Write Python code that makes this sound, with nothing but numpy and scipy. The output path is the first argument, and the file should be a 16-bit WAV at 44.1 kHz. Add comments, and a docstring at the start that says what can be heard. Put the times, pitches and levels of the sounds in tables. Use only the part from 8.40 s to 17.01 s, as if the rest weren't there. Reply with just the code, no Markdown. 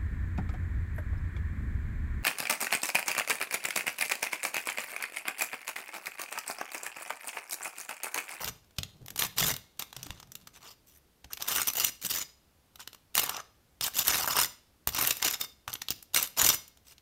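"""A table knife spreads butter over a slice of toast, close to the microphone in a small quiet kitchen.
Each stroke crushes a swarm of tiny crust cells and snaps a few large ones; slice and crust colour the noise bursts.
The crackle shakes the damped blade, which rings more freely as it slips off the crust.
Beneath are soft thuds, the slice rubbing on its board in the first seconds, a short hard-walled room and still air."""
import sys
import numpy as np
from scipy import signal
from scipy.fft import rfft, irfft
from scipy.io import wavfile
from scipy.ndimage import uniform_filter1d

SR = 44100
rng = np.random.default_rng(int(sys.argv[2]) if len(sys.argv) > 2 else 0)


def persist_wave(psi):
    """Save psi, clipped to +-1, as 16-bit WAV."""
    counts = np.round(np.clip(psi, -1, 1) * 32767).astype(np.int16)
    wavfile.write(sys.argv[1], SR, np.atleast_2d(counts).T)


N = 379701


def amp(db):
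    """Decibels to gain."""
    return 10 ** (np.asarray(db) / 20)


def unit(x):
    """Scales to rms 1."""
    return x / np.sqrt(np.mean(x ** 2) + 1e-20)


def read(points, hz):
    """Reads a table on a log-frequency axis."""
    f, value = np.transpose(points)
    return np.interp(np.log(hz + 1), np.log(f), value)


def add(mix, s, sound):
    """Mixes a sound in at time s."""
    part = mix[..., max(round(s * SR), 0):][..., :sound.shape[-1]]
    part += sound[..., :part.shape[-1]]


def noise(spectrum):
    """Steady noise of rms 1 with a given spectrum."""
    gain = amp(read(spectrum, np.fft.rfftfreq(N, 1 / SR)))
    return unit(irfft(rfft(rng.standard_normal(N)) * gain, N))


def drift(corner_hz):
    """A smooth random curve of rms 1, with little above the corner frequency."""
    hz = np.fft.rfftfreq(N, 1 / SR)
    return unit(irfft(rfft(rng.standard_normal(N)) / (1 + (hz / corner_hz) ** 4), N))


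def causal(gain):
    """The sharpest (minimum-phase) impulse response that has this gain curve."""
    log_gain = np.log(np.maximum(np.r_[gain, gain[-2:0:-1]], 1e-5))
    return np.fft.ifft(np.exp(np.conj(signal.hilbert(log_gain)))).real[:len(gain)]


# still air of the kitchen: (frequency [Hz], relative density [dB per Hz])
AIR = [(20, -5), (45, -1.5), (65, 7), (130, -2.5), (250, -4.5), (500, -9.5), (1000, -14), (2000, -17.5),
       (4500, -19.5), (8000, -23), (10500, -22.5), (14000, -21), (15600, -28)]


def air(level_db=-66.5):
    """Steady coloured noise stands for the quiet kitchen behind everything."""
    return amp(level_db) * noise(AIR)


# how long the kitchen rings: (frequency [Hz], time to fall 60 dB [s])
KITCHEN_T60 = [(150, 0.35), (600, 0.35), (1500, 0.3653), (4000, 0.49), (8000, 0.37), (15000, 0.25)]
# colour of the kitchen's tail: (frequency [Hz], relative level [dB])
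KITCHEN_COLOUR = [(100, 11), (700, 4.5), (3000, -0.5), (7000, -2.5), (15000, 4)]


def kitchen(x, early_db=-17, tail_db=-15):
    """Board and worktop reflect within 20 ms; then a short tail comes from the hard walls."""
    early = np.zeros(SR // 50)
    at = rng.integers(SR // 500, len(early), size=10)
    early[at] = rng.choice([-1, 1], size=10) / np.sqrt(10)
    # sparse random echoes; each band of frequencies then dies away at its own pace
    taps = rng.standard_normal(SR) * (rng.random(SR) < .1) * (np.arange(SR) > SR // 150)
    hz, t, z = signal.stft(taps, SR, nperseg=256)
    decay_db = 60 * t / read(KITCHEN_T60, hz)[:, None]
    z = z * amp(read(KITCHEN_COLOUR, hz)[:, None] - decay_db)
    tail = signal.istft(z, SR, nperseg=256)[1]
    tail /= np.linalg.norm(tail)
    reflections = amp(early_db) * signal.oaconvolve(x, early)[:N]
    return reflections + amp(tail_db) * signal.oaconvolve(x, tail)[:N]


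def push(rise_s, length_s, sag_db, bite_s=0.0025, bite_db=-15, let_go_s=0.005):
    """The gain of one push of the hand: it bites in low, builds up, sags and lets go quickly."""
    t = np.arange(SR) / SR
    sag = np.clip((t - rise_s) / max(length_s - rise_s, bite_s), 0, 1)
    db = bite_db * np.maximum(1 - t / rise_s, 0) - sag_db * sag
    let_go = np.exp(-np.maximum(t - length_s, 0) / let_go_s)
    return amp(db) * (1 - np.exp(-t / bite_s)) * let_go


# rumble of the board: (frequency [Hz], relative density [dB per Hz])
BOARD = [(20, -26.5), (55, -4), (100, -0.5), (170, -0.5), (300, -15), (700, -19), (2000, -54)]
# the slice is shoved over the board:
# (time [s], rise [s], length [s], level before bite, sag and jerks [dB], sag by the end [dB])
SHOVES = [(0.0, 0.037, 0.11, -53.5, -5.5), (0.385, 0.031, 0.52, -61, -6.5), (0.954, 0.073, .2, -42, 7),
          (1.473, 0.14, 0.78, -58.5, 14.5)]


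def shuffle(lumpy_db=4):
    """The slice rubs on the board in small jerks: board rumble under an uneven force."""
    force = np.zeros(N)
    for s, rise_s, length_s, db, sag_db in SHOVES:
        add(force, s, amp(db) * push(rise_s, length_s, sag_db))
    return noise(BOARD) * force * amp(lumpy_db * drift(30))


# soft blows of knife and fingers on the slice: (time [s], level of the swing [dB], pitch [Hz])
THUDS = [(0.386, -33.5, 91), (1.015, -34, 140.9), (1.06, -37.5, 150), (1.565, -49, 133), (1.66, -47, 293),
         (1.70, -39, 87.7), (2.846, -47, 65.9), (3.647, -46, 194.7), (5.411, -47.5, 76.4),
         (6.473, -38, 65.7), (7.279, -44.5, 109), (8.03, -36.5, 92.8)]


def thuds(rise_s=0.00069, fade_s=0.019, puff=0.43):
    """The soft slice takes a blow and swings, quickly damped, with a dull puff."""
    out, t, rumble = np.zeros(N), np.arange(SR // 5) / SR, noise(BOARD)
    shape = (1 - np.exp(-t / rise_s)) * np.exp(-t / fade_s)
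    shape /= shape.max()
    for k, (s, db, hz) in enumerate(THUDS):
        swing = np.sin(2 * np.pi * hz * t) + puff * rumble[k * len(t):][:len(t)]
        add(out, s, amp(db) * swing * shape)
    return out


# modes of the free blade: (frequency [Hz], relative level [dB], time to fall 60 dB [s])
FREE_BLADE = [(2160, -6.5, 0.36), (2736, -14, 0.22), (3620, 1, 0.14), (4600, -13, .28), (5020, -6, 0.36),
              (5070, -10, 0.29), (6000, 0, .23), (7150, -2.5, 0.24), (14400, -10, .18)]
# the blade slips off the crust and rings freely:
# (time [s], level added to the modes [dB], pitch favoured among the modes [Hz])
RELEASES = [(0.085, -70, 5900), (3.483, -47.5, 4960), (3.815, -42, 4900), (4.894, -41, 5100),
            (6.053, -39.5, 6900), (7.011, -34, 3650), (8.063, -25, 6300), (8.11, -35, 3600),
            (8.146, -39.5, 6800)]


def free_blade(crackle, fed_db=-18, focus_db_per_octave=30, twin_hz=24, twin_db=-5):
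    """The part of the blade clear of the bread rings on: fed by the crackle, and struck at each release."""
    t, modes = np.arange(SR // 2) / SR, []
    for hz, db, t60 in FREE_BLADE:
        # the blade is a little lopsided, so every mode has a weaker twin that beats against it
        twin = amp(twin_db) * np.sin(2 * np.pi * (hz + twin_hz) * t)
        modes.append(amp(db - 60 * t / t60) * (np.sin(2 * np.pi * hz * t) + twin))
    modes = np.array(modes)
    ring = modes.sum(0)
    out = amp(fed_db) * signal.oaconvolve(crackle, ring / np.linalg.norm(ring))[:N]
    for s, db, hz in RELEASES:
        octaves = abs(np.log2(np.transpose(FREE_BLADE)[0] / hz))
        add(out, s, amp(db - focus_db_per_octave * np.minimum(octaves, .5)) @ modes)
    return out


# blade resonances, damped by butter and bread: (frequency [Hz], width [Hz], relative level [dB])
PRESSED_BLADE = [(2797, 110, 5), (3670, 120, 4), (5220, 77, 11), (5980, 190, 8), (6954, 260, 4),
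                 (7600, 100, -3.5), (8380, 91, 3.5), (9130, 290, 7), (12480, 250, -0.5), (13200, 220, -7),
                 (14440, 320, 8.5)]


def pressed_blade(crackle, node_db=3.0, wander_db=4.0, bend=0.0049, level_db=-3):
    """The crackle shakes damped modes; their strength varies with the contact point, their pitch drifts."""
    out, (s, *_, cm) = np.zeros(N), np.transpose(STROKES)
    contact_cm = cm[np.maximum(np.searchsorted(s, np.arange(N) / SR) - 1, 0)]
    for hz, width, db in PRESSED_BLADE:
        # bending waves in thin steel shorten with the root of the frequency
        wavelength_cm = 302 / np.sqrt(hz)
        coupling_db = node_db * np.cos(4 * np.pi * contact_cm / wavelength_cm) + wander_db * drift(7.0)
        fed = crackle * amp(level_db + db + coupling_db)
        # shift the drifting mode down to 0 Hz, smooth it to the mode's width, and shift it back
        turn = np.exp(2j * np.pi * np.cumsum(hz * (1 + bend * drift(4.0))) / SR)
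        r = np.exp(-np.pi * width / SR)
        out += 2 * (turn * signal.lfilter([1 - r], [1, -r], fed / turn)).real
    return out


EDGE_HZ = 15800  # the recorder's upper band limit
# spectrum of one crumb breaking: (frequency [Hz], relative density [dB per Hz])
CRUMB = [(25, -43.5), (55, -7), (140, -8.5), (330, -8), (600, -7.5), (1200, -3), (2200, -6.5), (3000, -3),
         (5000, -4.5), (7000, -3.5), (10300, -7.5), (12500, 0.5), (14300, -4.5), (15600, -7.5)]


def toast(parts, bass_hz=600, hollow_hz=1550, crisp_hz=8000, bass_share=0.27, level_db=-3.0):
    """The slice radiates a hollow band of each break, the dry crust the middle and top."""
    hz = np.fft.rfftfreq(4096, 1 / SR)
    low = 1 / (1 + (hz / hollow_hz) ** 4)
    high = 1 / (1 + (crisp_hz / (hz + 1)) ** 6)
    low = low * (1 - (1 - bass_share) / (1 + (hz / bass_hz) ** 4))
    colour = amp(read(CRUMB, hz))
    colour /= np.sqrt(np.mean(colour ** 2 * (hz < EDGE_HZ)))
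    bins, breaks = np.fft.rfftfreq(N, 1 / SR), np.zeros(N)
    for part, share in zip(parts, (low, 1 - low - high, high)):
        breaks += irfft(rfft(part) * np.interp(bins, hz, share), N)
    return amp(level_db) * signal.oaconvolve(breaks, causal(colour))[:N]


def loose_crumbs(per_s=15, level_db=-59, hollow_db=3, crisp_db=-7, until_s=2.2):
    """Crumbs tick faintly under the slice while the fingers move it about; rows like CRACKS."""
    at = np.flatnonzero((rng.random(N) < per_s / SR) & (np.arange(N) < until_s * SR))
    sizes = rng.standard_normal(N)[at]
    return [(i / SR, level_db + 2 * size, hollow_db, crisp_db) for i, size in zip(at, sizes)]


def small_cracks(force, per_s=42, over_db=-2, least_db=-45, spread_db=4,
                 hollow_db=-6, crisp_db=1, colour_db=6):
    """Lesser snaps come by chance under a firm blade, their level following its push; rows like CRACKS."""
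    at = np.flatnonzero((rng.random(N) < per_s / SR) & (force > amp(least_db)))
    size, hollow, crisp = rng.uniform(-0.87, 1, (N, 3))[at].T
    db = 20 * np.log10(force[at]) + over_db + spread_db * size
    return list(zip(at / SR, db, hollow_db + colour_db * hollow, crisp_db + colour_db * crisp))


# the snaps of crust that stand out:
# (time [s], relative level [dB], hollowness = how much the slice sounds [dB], crispness = extra top [dB])
CRACKS = [(0.044, -28, 3, -4), (0.385, -23, -4.5, -10), (0.432, -26, -14, -14), (0.661, -43, -1.5, 1.5),
          (0.682, -37, 8.5, -1.5), (0.704, -35.5, -3, -1.5), (0.76, -31, 2, 0.5), (0.777, -30, -3, -3),
          (0.822, -22.5, 5, -14), (0.983, -22.5, -2, -1.5), (1.139, -29.5, -2, -4), (1.164, -31.5, 0, -2),
          (1.394, -27.5, -4.5, -3), (1.422, -30, 2, -8), (1.528, -39, 7, -7), (1.565, -33, 1, -8),
          (1.63, -33, -17, -3.5), (1.666, -41, 11, -4), (1.705, -34.5, 5.5, -8.5), (1.8, -41.5, 2, -7),
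          (1.828, -43, 9, -14), (1.919, -41, -9, -0.5), (1.953, -34, -20, -2), (2.072, -38, 3, -5.5),
          (2.844, -41, 7.5, -12.5), (2.932, -30, -26, -1), (2.972, -34, 2.5, -7.5), (3.023, -27, -7, -4.5),
          (3.084, -28.5, -6, 7.5), (3.273, -31, 9, 8.5), (3.281, -26, -10.5, 4.5),
          (3.334, -33.5, -10.5, 4.5), (3.446, -21, -21.5, 3.5), (4.357, -42.5, 2, -5),
          (4.402, -39.5, -11.5, -7), (4.475, -32.5, 0, -8), (4.53, -44, -0.5, -4), (4.546, -44, 8.5, -2.5),
          (4.752, -24.5, 3, 3.5), (4.778, -20, 5, 0.5), (4.795, -21.5, -6, 0), (4.894, -25.5, 4.5, 1),
          (4.966, -32.5, -7.5, -9), (5.41, -26, -1, -3), (5.59, -20, -11, 1), (5.68, -19, -7, 1.5),
          (5.875, -29, 14, 1.5), (5.991, -26.5, 11, 4.5), (6.473, -24.5, 4.5, 6), (6.49, -27.5, -1, -3),
          (6.673, -24, -8, 6), (6.707, -17, -12, -3.5), (6.769, -34, -12, 1), (6.826, -20.5, -6.5, -9),
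          (6.881, -21.5, -6, -5.5), (6.91, -29, 6, -1), (6.942, -28.5, -6, -3.5), (7.012, -28.5, -13, 2),
          (7.278, -33, 13, -6.5), (7.33, -32.5, -6, -7), (7.337, -37, 7, 10), (7.353, -32.5, 4, -21),
          (7.418, -27, -1, -8.5), (7.485, -25, -7, -14), (7.505, -22.5, -25, -2.5), (7.626, -44, -9, 5.5),
          (7.745, -19, -17, -3), (7.827, -25, -10, 6), (8.016, -21, 5, 5), (8.063, -18.5, -17, -1.5),
          (8.089, -16.5, -9, 0.5), (8.279, -50, -8, 5.5), (8.372, -52.5, -2, -5), (8.581, -48.5, -5, -12)]


def cracks(rows, rise_s=0.00047, fade_s=0.0027, onset_s=.0014, onset_db=-20, splinter_db=4.5,
           level_db=0, knock_hz=3600, knock_q=2.5, knock_per_db=0.07):
    """A large cell snaps in a quick run of splinters, with a softened onset; hollow, middle, crisp parts."""
    out, t = np.zeros((3, N)), np.arange(-SR // 125, SR // 50) / SR
    after = np.maximum(t, 0)
    snap = (1 - np.exp(-after / rise_s)) * np.exp(-after / fade_s)
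    shape = snap + amp(onset_db) * np.exp(-abs(t) / onset_s)
    knock = signal.iirpeak(knock_hz, knock_q, fs=SR)
    draws = rng.standard_normal(size=(400, 2, len(t)))
    for (s, db, hollow_db, crisp_db), (run, hiss) in zip(rows, draws):
        splinters = unit(uniform_filter1d(run, size=20))
        burst = hiss * amp(splinter_db * splinters) * shape
        # the duller the snap, the thicker the piece of crust, and the more it knocks with a pitch
        burst = burst + knock_per_db * max(-crisp_db, 0) * signal.lfilter(*knock, burst)
        # same energy as 4 ms of noise at rms 1
        burst *= np.sqrt(.004 * SR / np.sum(burst ** 2))
        add(out, s + t[0], amp(level_db + db + np.array([[hollow_db], [0], [crisp_db]])) * burst)
    return out


def crumb_colour(ripple_db, lowest_hz=1800, order=4):
    """Size and shape give a crumb its own few resonances, weaker in the bass; energy 1."""
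    hz = np.fft.rfftfreq(256, 1 / SR)
    bumps = unit(signal.convolve(rng.standard_normal(len(hz)), np.hanning(order + 2), "same"))
    response = causal(amp(ripple_db * bumps * np.minimum(hz / lowest_hz, 1)))
    return response / np.linalg.norm(response)


def scrape(drive, cells_per_s=520, spread_db=2.0, fade_s=0.0014, smear=0.055, level_db=-1.5,
           flicker_db=2.36, catches_per_s=110, ripple_db=3.5, judder_db=2, judders_per_s=70, count=12):
    """Crust cells give way under the edge, each a tiny puff; returns hollow, middle and crisp parts."""
    sizes = amp(spread_db * np.minimum(rng.exponential(1, N), 4)) ** 2
    cells = sizes * (rng.random(N) < cells_per_s / SR)
    power = signal.lfilter([1], [1, -np.exp(-1 / (fade_s * SR))], cells)
    # the hand sets the work done; chance only shares it out among the cells, and butter smears a little
    power = power / (uniform_filter1d(power, size=700) + 1e-6) + smear
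    puffs = np.sqrt(np.abs(power)) * rng.standard_normal(N)
    # the edge catches one crumb after another; each lends one of a few colours for a moment
    catch = np.cumsum(rng.random(N) < catches_per_s / SR)
    crumb = rng.permutation(N)[catch] % count
    puffs = sum(signal.oaconvolve(puffs * (crumb == k), crumb_colour(ripple_db))[:N] for k in range(count))
    # the blade judders over the ridges and holes of the crust
    puffs = puffs * amp(level_db + judder_db * drift(judders_per_s))
    # the balance of the three parts flickers too
    return np.array([puffs * part * amp(flicker_db * drift(70)) for part in drive])


# strokes of the blade: (time [s], rise [s], length [s], drive before bite and sag [dB], sag by the end [dB],
# hollowness at the start [dB], hollowness at the end [dB], crispness [dB], contact from the handle [cm])
STROKES = [(0.0, 0.004, .06, -41.5, 0.5, 21, 7.5, -3, 13),
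           (0.064, 0.0095, 0.029, -31, 6.5, 10.5, 4, -10, 13),
           (0.786, 0.007, 0.076, -26, 6, -4, 2.5, -6.5, 13),
           (0.962, 0.034, .156, -26.5, 3, 3.5, 4, -6, 11.5),
           (1.391, 0.0033, 0.038, -39, 1.5, 4, 2, -7, 11.5), (1.52, 0.042, 0.29, -52.5, 3, 5, 3, -14, 11.5),
           (1.898, 0.15, 0.053, -60.5, -8, 6, 7, -16, 11.5),
           (2.129, 0.035, 0.055, -47.5, 4, 2.5, 7, -8, 11.5),
           (2.2, 0.053, .135, -47, 5, 12.5, 2.5, -9, 12.5), (2.465, 0.006, .12, -61, 2, -10, -8, 5, 11.5),
           (2.901, 0.035, .04, -37.5, 7, 15, -3, -10, 15.3),
           (2.994, 0.0076, 0.095, -39, 12, 7, 12, -4, 15.3),
           (3.062, 0.043, .17, -27.5, 2.5, 6, 0.5, -4.5, 15.3),
           (3.236, 0.069, 0.067, -32, -2, -2, -2.5, -6, 11.5),
           (3.343, 0.046, 0.15, -27, 7.5, 7.5, -7, -2, 11.5),
           (3.612, .04, 0.055, -31, 0.5, -3, -11, -2, 9.9),
           (3.678, 0.028, 0.15, -29, 6.5, -10, -1, -7, 9.9),
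           (4.384, 0.0088, .045, -46, 2, 12, 2, -8.5, 11.2),
           (4.742, 0.03, .108, -27, 7.5, 2.5, 6.5, -3, 11.2),
           (4.853, 0.0093, .158, -42.5, 3.5, 14, 15, -18, 11.2),
           (5.408, 0.032, 0.072, -27, 3, -2.5, 4, -3.5, 12.6),
           (5.534, 0.047, 0.088, -25, 2.5, -4, 0, -3, 13.2), (5.64, 0.049, 0.22, -25.5, 9, 2, 10, -4, 13.2),
           (5.873, .008, 0.063, -33.5, -4.5, 15.5, 10, -2, 12.66),
           (5.935, 0.032, 0.12, -26.5, 2.5, 16, -1, -3.5, 12.66),
           (6.47, .003, 0.043, -38.5, 8, 14, -7, -12, 10.2),
           (6.516, .02, .07, -35.5, -4.5, 4.5, 6.5, -10.5, 10.2),
           (6.58, 0.018, 0.1466, -25.5, 10, 7, -0.5, -2, 10.2),
           (6.731, .005, 0.078, -43, 4, -7, 5.5, -2.5, 10.2),
           (6.816, 0.009, 0.017, -27.5, 7, 11, 12, -1, 11.2), (6.84, 0.005, 0.05, -23, 6, 1, -8, -10, 12.4),
           (6.89, 0.011, .065, -38, -0.5, -5, 5.5, -16, 12.4),
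           (6.993, 0.017, 0.058, -34, 5, 3.5, 6.5, -4, 12.4),
           (7.275, 0.0027, 0.064, -44, 3, 7, 10, -5, 11.6),
           (7.485, 0.032, 0.041, -34.5, 5, -1, -6, -17, 11.6), (7.734, 0.03, 0.14, -24, 20, 4, 3, -1, 11.6),
           (7.964, 0.037, 0.078, -23.5, 8, 4.5, 10.5, -4.5, 12.4),
           (8.034, .012, 0.12, -24.5, 6.5, 2.5, -0.5, -1, 12.4),
           (8.444, 0.025, 0.087, -54.5, -0.5, -6, -6, -3, 12.4)]


def drag():
    """How hard the strokes drive hollow, middle and crisp parts; hollowness shifts as the blade travels."""
    out, t = np.zeros((3, N)), np.arange(SR) / SR
    for s, rise_s, length_s, db, sag_db, hollow_from_db, hollow_to_db, crisp_db, _ in STROKES:
        force = amp(db) * push(rise_s, length_s, sag_db)
        hollow_db = np.interp(t, [0, length_s], [hollow_from_db, hollow_to_db])
        add(out, s, np.array([force * amp(hollow_db), force, force * amp(crisp_db)]))
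    return out


def scene(firm_db=-48):
    """Crackle, blade and handling near the microphone, with the kitchen and its air around them."""
    drive = drag()
    force = drive[1]
    snaps = cracks(CRACKS + small_cracks(force) + loose_crumbs())
    crackle = toast(scrape(drive) + snaps)
    # a light touch shakes the blade less; a firm drag couples it to the crust
    grip = 0.33 + 0.58 * force / (force + amp(firm_db))
    blade = pressed_blade(grip * crackle) + free_blade(grip * crackle)
    near = crackle + blade + thuds() + shuffle()
    return (near + kitchen(near) + air())[None]


def record(dry):
    """The recorder's band limit: a steep low-pass at EDGE_HZ."""
    low_pass = signal.firwin(511, EDGE_HZ, window=("kaiser", 7), fs=SR)
    return signal.oaconvolve(dry, low_pass[None], "same")


dry = scene()
out = record(dry)
persist_wave(out)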